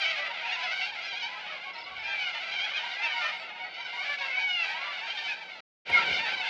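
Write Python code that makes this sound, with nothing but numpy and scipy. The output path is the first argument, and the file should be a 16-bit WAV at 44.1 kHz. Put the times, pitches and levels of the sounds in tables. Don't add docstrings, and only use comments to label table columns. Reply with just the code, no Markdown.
import sys
import numpy as np
from scipy import signal
from scipy.fft import rfft, irfft
from scipy.io import wavfile
from scipy.ndimage import uniform_filter1d

SR = 44100
rng = np.random.default_rng(int(sys.argv[2]) if len(sys.argv) > 2 else 0)


def bounce(signal):
    frames = np.transpose(np.atleast_2d(signal))
    limited = np.clip(frames, -1, 1)
    pcm = np.round(limited * 32767).astype(np.int16)
    wavfile.write(sys.argv[1], SR, pcm)


def magnitude_from_level(level_db):
    exponent = np.asarray(level_db, float) / 20
    return 10 ** exponent


N = 286209

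# time in seconds, effort in dB, brightness in dB.
CROWD = [
    [(0, -28.5, 3.5), (.34, -35, -3.5), (.84, -31.5, 2), (.9, -36.5, 0.5), (1.92, -40, -3.5),
     (2.24, -34, 0.5), (2.75, -32.5, -3), (3.26, -33.5, 3), (3.42, -38.5, -4), (3.76, -41, -6),
     (4.01, -33.5, 1), (4.58, -40, 2.5), (4.66, -30, 0), (4.72, -32, 1), (4.79, -32.5, -5),
     (5.3, -37.5, 5.5), (5.4, -41.5, 1.5), (5.6, -43.5, 1)],
    [(5.9, -26, -1), (6.49, -29, -1)],
]
# start in seconds, tick in dB, knock in dB, knock pitch in Hz, thump in dB.
KNOCKS = [
    (5.901, -33, -27, 720, -46),
    (6.105, -70, -45, 280, -48),
    (5.973, -44, -60, 500, -70),
    (3.04, -80, -52, 300, -90),
]
CUT_S, BACK_S, FADE_S = 5.6058, 5.85, 0.07
SLUR_S = .007


def evened(x):
    return x / np.sqrt(np.mean(x ** 2) + 1e-20)


def read(points, hz):
    f, value = np.transpose(points)
    return np.interp(np.log(hz + 1), np.log(f + 1), value)


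def curves(tables):
    s, *columns = np.transpose(np.concatenate(tables))
    return [np.interp(np.arange(N) / SR, s, c) for c in columns]


def add(mix, s, sound):
    part = mix[max(round(s * SR), 0):][:len(sound)]
    part += sound[:len(part)]


def shaped(x, gain):
    return irfft(rfft(x) * gain(np.fft.rfftfreq(len(x), 1 / SR)), len(x))


def band(x, lo_hz, hi_hz):
    return signal.sosfilt(signal.butter(3, [lo_hz, hi_hz], "band", fs=SR, output="sos"), x)


def drift(size, span):
    smooth = uniform_filter1d(rng.standard_normal(size), span, axis=-1)
    return evened(uniform_filter1d(smooth, span, axis=-1))


def glide(length, start, middle, end):
    u = np.linspace(-1, 1, max(round(length * SR), 64))
    return middle + u * (end - start) / 2 + u ** 2 * ((start + end) / 2 - middle)


def trees(x, t60, dull_hz):
    t = np.arange(round(.8 * SR)) / SR
    hits = (rng.random(len(t)) < .06) * (t > .008)
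    taps = band(rng.standard_normal(len(t)) * hits * magnitude_from_level(-60 * t / t60), 410, dull_hz)
    return signal.fftconvolve(x, taps / np.linalg.norm(taps))[:N]


def voice(hz, db, mouth_hz, bright, rough, lift_db=9, swell_db=3.5):
    # frequency in Hz, level in dB.
    throat = [(400, -16.5), (700, -11.5), (1050, -7.5), (1500, -3.5), (1950, 0), (2300, 5.5), (3000, 0.5),
              (4000, -8), (5000, -11.5), (6500, -23), (7600, -61), (8800, -73.5)]
    chance = rng.standard_normal((13, 1))
    order = np.arange(1, 14)[:, None]
    turns = np.cumsum(hz * (1 + .0016 * rough[0] + .005 * rough[2])) / SR
    tilt_db = bright * np.log2(order * hz / 2300)
    shimmer_db = swell_db * np.sin(turns / 14 * (1 + .3 * chance) + 5 * chance)
    mouth_db = lift_db / (1 + ((order * hz - mouth_hz) / 330) ** 2)
    sizes = magnitude_from_level(read(throat, order * hz) + tilt_db + mouth_db + shimmer_db)
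    sizes = sizes / np.sqrt((sizes ** 2).sum(0) / 2)
    overtones = sizes * np.cos(2 * np.pi * order * turns + 2 * chance)
    return magnitude_from_level(db) * overtones.sum(0) * (1 + .1 * rough[1])


def syllables(out, rough):
    # start in seconds, pitch in Hz, level in dB, overtone lifted by the mouth.
    chirps = [
        (1.359, 650, -47, 2),
        (2.614, 755, -42, 3),
        (2.66, 755, -41, 2),
        (2.911, 960, -44, 4),
        (3.975, 724, -41, 3),
        (5.173, 910, -38, 4),
        (5.1, 930, -43, 3),
    ]
    squawks = [(.654, 692, -38, 3), (.956, 703, -43, 3), (1.316, 659, -47, 3), (1.408, 990, -50, 3),
               (1.962, 745, -43, 3), (2.208, 836, -40, 3), (2.346, 604, -40, 5), (3.322, 720, -42, 3),
               (3.396, 648, -47, 7), (3.473, 722, -46, 3), (3.642, 647, -47, 3), (6.237, 912, -39, 2),
               (6.361, 998, -42, 4)]
    scoops = [
        (.626, 730, -39, 1),
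        (.81, 685, -35, 4),
        (1.511, 565, -43, 4),
        (3.27, 620, -40, 3),
        (3.765, 685, -45, 3),
        (4.005, 736, -41, 3),
        (4.381, 820, -38, 2),
        (5.479, 730, -48, 3),
        (6.182, 800, -38, 3),
        (6.41, 880, -38, 3),
    ]
    caws = [(.14, 737, -40, 3), (.789, 746, -40, 6), (1.645, 548, -45, 4), (3.206, 604, -37, 3),
            (3.59, 748, -42, 3), (3.9, 700, -45, 3), (4.675, 639, -44, 3), (.04, 690, -43, 1),
            (.17, 590, -42, 1), (.25, 570, -44, 1), (.45, 745, -44, 1), (.54, 705, -44, 1),
            (1.49, 620, -48, 1), (5.163, 805, -42, 4), (5.4, 772, -51, 3), (6.05, 742, -38, 3)]
    # length in seconds, start and end pitch as shares of the middle pitch.
    kinds = [
        (.03, .99, .995),
        (.048, 1.012, .98),
        (.048, .96, .99),
        (.075, .985, .985),
    ]
    bright = curves(CROWD)[1] - 2
    for table, (length, start, end) in zip((chirps, squawks, scoops, caws), kinds):
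        for s, pitch, db, overtone in table:
            hz = pitch * glide(length + .0087, start, 1, end)
            at = min(round(s * SR), N - 6000)
            sound = voice(hz, db + 1.5, overtone * pitch, bright[at], rough[:, at:at + len(hz)])
            add(out, s - .005, sound * signal.windows.tukey(len(hz), .45))


def phrase(rows, tilt_db, lift_db, rough):
    s, *columns = np.transpose(rows)
    t = np.arange(s[0] - SLUR_S, s[-1] + SLUR_S, 1 / SR)
    hz, db, mouth_hz = (uniform_filter1d(np.interp(t, s, c), round(SLUR_S * SR)) for c in columns)
    throb_db = 2.2 * rough[2, :len(t)][::-1]
    sound = voice(hz, db + 1 + throb_db, mouth_hz, tilt_db, .5 * rough[:, :len(t)], lift_db, swell_db=2)
    edge = np.clip(np.minimum(t - t[0], t[-1] - t) / (2 * SLUR_S), 0, 1)
    return (sound * edge)[max(round((SLUR_S - s[0]) * SR), 0):]


def phrases(out, rough):
    # time in seconds, pitch in Hz, level in dB, mouth resonance in Hz.
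    early = [
        [(0.0, 775.0, -34.0, 2330.0), (0.02, 805, -32, 4000), (0.06, 740.0, -31.0, 2220.0),
         (0.095, 793.0, -32.0, 3200.0), (0.125, 690.0, -36.0, 2070.0)],
        [(0.438, 800, -40, 2400), (0.45, 815, -35, 2450), (0.46, 880, -46, 2640), (0.475, 925, -43, 2770),
         (0.498, 825, -36, 2480), (0.512, 835, -41, 4180), (0.53, 938, -33, 2810), (0.548, 925, -35, 3700),
         (0.572, 810, -42, 2430)],
        [(0.59, 669, -43, 2050), (0.625, 715, -44, 2140), (0.66, 730, -47, 1460), (0.685, 685, -37, 2740),
         (0.71, 705, -40, 2120), (0.735, 755, -39, 1510), (0.75, 740, -43, 2960)],
        [(0.405, 720, -48, 1450), (0.43, 830, -43, 1660), (0.45, 760, -46, 3050)],
        [(0.75, 730, -42, 2200), (0.77, 760, -36, 2280), (0.795, 740, -36, 2220), (0.81, 700, -40, 2100)],
        [(0.865, 802.0, -42.0, 2410.0), (0.89, 795.0, -43.0, 3970.0), (0.91, 765.0, -44.0, 1530.0)],
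        [(0.99, 781.0, -48.0, 1560.0), (1.06, 847.0, -42.0, 5080.0), (1.085, 790.0, -39.0, 5530.0),
         (1.11, 804.0, -38.0, 3210.0), (1.14, 762.0, -40.0, 4570.0), (1.17, 818.0, -40.0, 3270.0),
         (1.2, 840.0, -44.0, 3360.0), (1.23, 739.0, -38.0, 5180.0), (1.285, 804.0, -43.0, 2410.0)],
        [(1.02, 669.0, -47.0, 4680.0), (1.07, 719.0, -49.0, 5040.0)],
        [(2.04, 886.0, -54.0, 5310.0), (2.06, 895.0, -45.0, 2680.0), (2.09, 832.0, -42.0, 2490.0),
         (2.12, 911.0, -43.0, 3650.0), (2.142, 895.0, -41.0, 2690.0)],
    ]
    late = [
        [(2.435, 809.0, -45.0, 2430.0), (2.47, 770.0, -46.0, 1540.0), (2.515, 825.0, -46.0, 4950.0),
         (2.55, 782.0, -38.0, 3130.0), (2.585, 768.0, -34.0, 3070.0), (2.655, 830.0, -35.0, 3320.0),
         (2.675, 780, -44, 3100)],
        [(2.68, 720, -43, 2150), (2.694, 700, -39, 2100), (2.712, 760, -38, 3040), (2.73, 780, -41, 3100)],
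        [(2.51, 720, -42, 2160), (2.54, 790, -40, 2370), (2.56, 800, -36, 2400), (2.58, 745, -37, 2240),
         (2.63, 735, -39, 2200)],
        [(2.735, 800, -39, 2400), (2.762, 842, -31, 2520), (2.78, 790, -36, 3100), (2.8, 750, -37, 3000),
         (2.815, 740, -41, 2960), (2.85, 657.0, -42.0, 1310.0)],
        [(3.015, 845, -42, 2540), (3.038, 895, -36, 2680), (3.055, 888, -33, 2660), (3.073, 845, -36, 2540)],
    ]
    last = [
        [(5.855, 805, -34, 2420), (5.875, 760, -38, 2280)],
        [(3.74, 720, -48, 5100), (3.76, 737, -44, 2200), (3.8, 797.0, -46.0, 4780.0),
         (3.825, 760.0, -41.0, 3040.0), (3.86, 757.0, -41.0, 1510.0), (3.88, 713.0, -46.0, 1430.0)],
        [(4.18, 830, -46, 2600), (4.192, 885, -40, 2650), (4.21, 815, -44, 4100), (4.228, 935, -42, 3740),
         (4.25, 905, -38, 2730), (4.268, 800, -44, 3200)],
        [(0.6, 790, -45, 2400), (0.615, 815, -40, 2440), (0.635, 867, -40, 4330), (0.67, 832, -42, 2490)],
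        [(4.325, 880.0, -37.0, 2640.0), (4.36, 855.0, -38.0, 2570.0)],
        [(5.01, 752.0, -44.0, 2250.0), (5.075, 820.0, -41.0, 1640.0), (5.1, 773.0, -37.0, 3090.0),
         (5.14, 823.0, -41.0, 3290.0)],
        [(5.24, 766.0, -40.0, 3060.0), (5.26, 759.0, -37.0, 3040.0), (5.285, 790.0, -39.0, 1580.0),
         (5.31, 769.0, -49.0, 5380.0)],
        [(6.1, 795.0, -42.0, 2390.0), (6.14, 746.0, -39.0, 2990.0), (6.18, 684.0, -36.0, 4110.0)],
        [(6.29, 691.0, -37.0, 3450.0), (6.335, 734.0, -43.0, 1470.0)],
    ]
    glides = [
        [(0.19, 663.0, -35.0, 1990.0), (0.25, 652.0, -39.0, 1900.0), (0.285, 601.0, -45.0, 1200.0)],
        [(0.31, 735, -47, 3670), (0.35, 714, -43, 3570), (0.4, 686, -45, 3430)],
        [(1.44, 490.0, -46.0, 1470.0), (1.475, 597.0, -44.0, 4180.0), (1.5, 655.0, -41.0, 1310.0),
         (1.52, 650.0, -50.0, 1300.0)],
        [(2.945, 650, -41, 1950), (3.0, 679.0, -40.0, 2040.0), (3.04, 704.0, -37.0, 2110.0),
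         (3.08, 622.0, -41.0, 3730.0), (3.12, 600.0, -40.0, 1200.0)],
        [(2.96, 815.0, -43.0, 1630.0), (3.05, 783, -39, 2350), (3.13, 748.0, -37.0, 2990.0),
         (3.2, 717.0, -36.0, 1430.0), (3.26, 661.0, -40.0, 1320.0), (3.31, 614.0, -44.0, 1230.0)],
        [(4.045, 565, -44, 1700), (4.085, 578, -40, 2300), (4.12, 582, -35, 1750), (4.15, 570, -38, 1710),
         (4.18, 560, -39, 2240), (4.21, 558, -36, 2230), (4.25, 540, -38, 1620), (4.295, 530, -38, 2120),
         (4.34, 505, -42, 2020)],
        [(3.21, 598, -42, 1800), (3.235, 600, -38, 1800), (3.263, 600, -35, 2400), (3.31, 590, -38, 1780)],
        [(4.29, 724.0, -40.0, 2170.0), (4.33, 735.0, -37.0, 2210.0), (4.38, 752.0, -30.0, 2260.0)],
        [(4.78, 545, -50, 1090), (4.82, 548, -44, 1100), (4.85, 595, -42, 1190), (4.9, 580, -44, 1160),
         (4.95, 573, -47, 2860), (5.0, 545, -49, 2200), (5.06, 560, -46, 1120)],
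    ]
    # tilt in dB per octave, mouth lift in dB
    for table, colour in ((early + late + last, (1.5, 9)), (glides, (-3.5, 11))):
        for rows in table:
            s = rows[0][0]
            add(out, s - SLUR_S, phrase(rows, *colour, rough[:, round(s * SR / 2):]))


def wail(length, top_hz, end_hz, db, rough):
    half_hz, gape_hz, shut_hz = 2130, 2720, 1470
    t = np.arange(0, length, 1 / SR)
    hz = top_hz - (top_hz - end_hz) * (t / length) ** 2 - 33.67 * np.exp(-t / length / .12)
    shut = np.clip(1 - (length - t) / .029, 0, 1)
    mouth_hz = half_hz + (gape_hz - half_hz) * np.clip((t - .12) / .054, 0, 1)
    mouth_hz = mouth_hz + (shut_hz - mouth_hz) * np.minimum(2 * shut, 1)
    level_db = db - 12 * np.clip(1 - t / min(.04, length / 5), 0, 1) - 8 * shut
    sound = voice(hz, level_db, mouth_hz, -.8, .33 * rough[:, :len(t)], lift_db=13)
    return sound * signal.windows.tukey(len(t), .1)


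def wails(out, rough):
    # start in seconds, length in seconds, top pitch in Hz, end pitch in Hz, level in dB.
    cries = [
        (2.02, 0.29, 811, 686, -34.5),
        (4.33, 0.33, 769.3, 638, -30),
        (5.276, 0.071, 873, 742, -32.5),
        (5.923, 0.072, 735, 671.5, -21),
    ]
    for s, *cry in cries:
        add(out, s, wail(*cry, rough))


def whistles(rough):
    # start in seconds, length in seconds, start pitch in Hz, end pitch in Hz, level in dB.
    notes = [(1.81, .045, 935, 945, -47), (1.645, .09, 1090, 1110, -49), (3.96, .1, 1120, 1150, -47),
             (1.85, .115, 1150, 1115, -47), (3.36, .1, 7850, 7400, -77), (3.396, .012, 4600, 4450, -47),
             (3.416, .014, 4620, 4480, -45), (3.383, .008, 5300, 4500, -53), (3.397, .01, 5550, 5450, -59),
             (3.63, .05, 4500, 4420, -53), (3.68, .12, 4520, 4450, -54), (3.412, .01, 5400, 5300, -59),
             (5.52, .075, 4050, 4210, -55), (6.38, .108, 860, 945, -44), (4.36, .07, 1070, 830, -47),
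             (1.99, .025, 5300, 5060, -56), (1.807, .012, 4750, 4300, -48), (1.832, .016, 4880, 4900, -51),
             (6.135, .03, 5300, 4900, -47), (1.745, .032, 4050, 4230, -48), (1.775, .042, 5330, 5200, -51),
             (1.733, .017, 5520, 5020, -53), (1.845, .014, 4150, 3980, -49), (2.23, .11, 1480, 1300, -45),
             (2.04, .025, 5260, 5010, -53), (5.95, .065, 1420, 1310, -32), (2.572, .022, 5450, 5250, -52),
             (2.61, .015, 4650, 4750, -49), (4.255, .014, 4750, 4600, -50), (3.85, .025, 5400, 5050, -53),
             (6.3, .03, 4950, 5100, -50)]
    out = np.zeros(N)
    for s, length, start, end, db in notes:
        hz = glide(length, start, (start + end) / 2, end)
        flutter = rough[:, round(s * SR / 2):][:, :len(hz)]
        turns = np.cumsum(hz * (1 + .005 * flutter[0])) / SR
        tone = magnitude_from_level(db + 2 + 2 * flutter[1]) * np.sin(2 * np.pi * turns)
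        add(out, s, tone * signal.windows.tukey(len(hz), .5))
    return out


def near_birds(rough):
    out = np.zeros(N)
    syllables(out, rough)
    wails(out, rough)
    phrases(out, rough)
    out = band(out, 390, 13000) + whistles(rough)
    return out + magnitude_from_level(-13) * trees(out, .25, 6000)


def crowd(wobbles, count=13):
    # frequency in Hz, density in dB per Hz.
    colour = [(210, -58), (350, -23), (466, -14), (670, -16), (782, -17), (938, -1), (1440, -12.5),
              (1800, -6), (2240, -3.5), (2550, -3.5), (3020, -7.5), (3440, -10.5), (4570, -16), (5340, -24),
              (7780, -43.5), (10100, -71.5), (17100, -120)]
    frames = np.arange(0, N + 128, 64)
    size = (count, len(frames))
    quaver = .024 * drift(size, 11)
    pitch = 715 * np.exp(.07 * rng.standard_normal((count, 1)) + .055 * drift(size, 60) + quaver)
    gate = np.clip(2.77 * (drift(size, 22) - .5), 0, 1)
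    pulses = np.zeros(N)
    for hz, beak in zip(pitch, gate):
        unsteady = 1 + .002 * np.roll(wobbles, rng.integers(N))
        half = np.pi * np.cumsum(np.interp(np.arange(N), frames, hz) * unsteady) / SR
        comb = np.sin(23 * half) / (np.sin(half) + 1e-9) - 1
        pulses += np.clip(comb, -23, 23) * np.interp(np.arange(N), frames, beak)
    pulses = pulses / np.sqrt(uniform_filter1d(pulses ** 2, 3000) + .2 * np.var(pulses))
    scatter = rng.standard_normal(300) * np.exp(-np.arange(300) / 80)
    pulses = evened(signal.fftconvolve(pulses, scatter)[:N])
    pulses = evened(shaped(pulses, lambda hz: 1 / (abs(rfft(scatter, N)) + .5)))
    blur = evened(rng.standard_normal(N))
    sound = .75 * pulses + .5 * evened(trees(pulses, .4, 9000)) + .25 * blur
    sound = shaped(sound, lambda hz: magnitude_from_level(read(colour, hz)))
    level_db, bright_db = curves(CROWD)
    low_db = 2.33 - .36 * (level_db + 34.5)
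    low = shaped(sound, lambda hz: 1 / (1 + (hz / 1050) ** 6))
    high = shaped(sound, lambda hz: 1 - 1 / (1 + (hz / 3800) ** 6))
    sound = sound + (magnitude_from_level(low_db) - 1) * low + (magnitude_from_level(bright_db) - 1) * high
    return magnitude_from_level(level_db - 2.5) * sound / np.std(sound)


def tackle():
    out, t = np.zeros(N), np.arange(4000) / SR
    for s, tick_db, knock_db, knock_hz, thump_db in KNOCKS:
        tick = magnitude_from_level(tick_db - 60 * t / .0034) * band(rng.standard_normal(len(t)), 860, 7700)
        knock = magnitude_from_level(knock_db - 60 * t / .057) * np.sin(2 * np.pi * knock_hz * t)
        turns = 72.4 * (t + .029 * (1 - np.exp(-t / .0039)))
        thump = magnitude_from_level(thump_db) * t / .01 * np.exp(1 - t / .013) * np.sin(2 * np.pi * turns)
        add(out, s, tick + knock + thump)
    return out


def rumble():
    # frequency in Hz, density in dB per Hz.
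    colour = [(59, -59.5), (100, -26.5), (178, -10.5), (242, -14), (397, -11.5), (476, -7.5), (600, -4),
              (780, -41), (1320, -120)]
    t = np.arange(N) / SR
    on_bank = t < BACK_S
    wash_db = np.where(on_bank, -60.5, -45)
    deep_db = np.where(on_bank, -83.5, -66)
    fizz_db = np.where(on_bank, -104, -87)
    settle_db = 36 * np.clip(t - KNOCKS[1][0], 0, 1)
    gust_db = 23.5 * np.exp(-abs(t - 2.01) / .22)
    a, b, c = rng.standard_normal((3, N))
    wash = evened(shaped(a, lambda hz: magnitude_from_level(read(colour, hz))))
    deep = evened(band(b, 28, 110) * magnitude_from_level(4.1 * drift(N, 2500)))
    fizz = evened(shaped(c, lambda hz: (hz > 9300) * (hz < 11300)))
    thin = evened(shaped(c[::-1], lambda hz: (hz > 9600) * (hz < 12600) * magnitude_from_level(-abs(hz - 11800) / 150)))
    fizz = np.where(on_bank, thin * magnitude_from_level(6.9 * drift(N, 1500)), fizz)
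    return magnitude_from_level(wash_db - settle_db) * wash + magnitude_from_level(deep_db - settle_db + gust_db) * deep + magnitude_from_level(fizz_db) * fizz


def scene():
    rough = drift((2, N), 110)
    rough = np.vstack([rough, drift(N, 450)])
    return (near_birds(rough) + crowd(rough[0]) + tackle() + rumble())[None]


def low_pass(x):
    return signal.sosfilt(signal.butter(12, 12726, fs=SR, output="sos"), x)


def record(dry):
    t = np.arange(N) / SR
    dry = signal.sosfilt(signal.butter(2, 60, "high", fs=SR, output="sos"), dry)
    dry = shaped(dry[0], lambda hz: magnitude_from_level(-12 * np.clip((hz - 8300) / 600, 0, 1) * (hz < 9300)))[None]
    stop = np.clip((CUT_S - t) / .002, 0, 1)
    fade_in = np.clip((t - BACK_S) / FADE_S, 0, 1)
    return low_pass(dry * np.where(t < CUT_S, stop, fade_in))


dry = scene()
out = record(dry)
bounce(out)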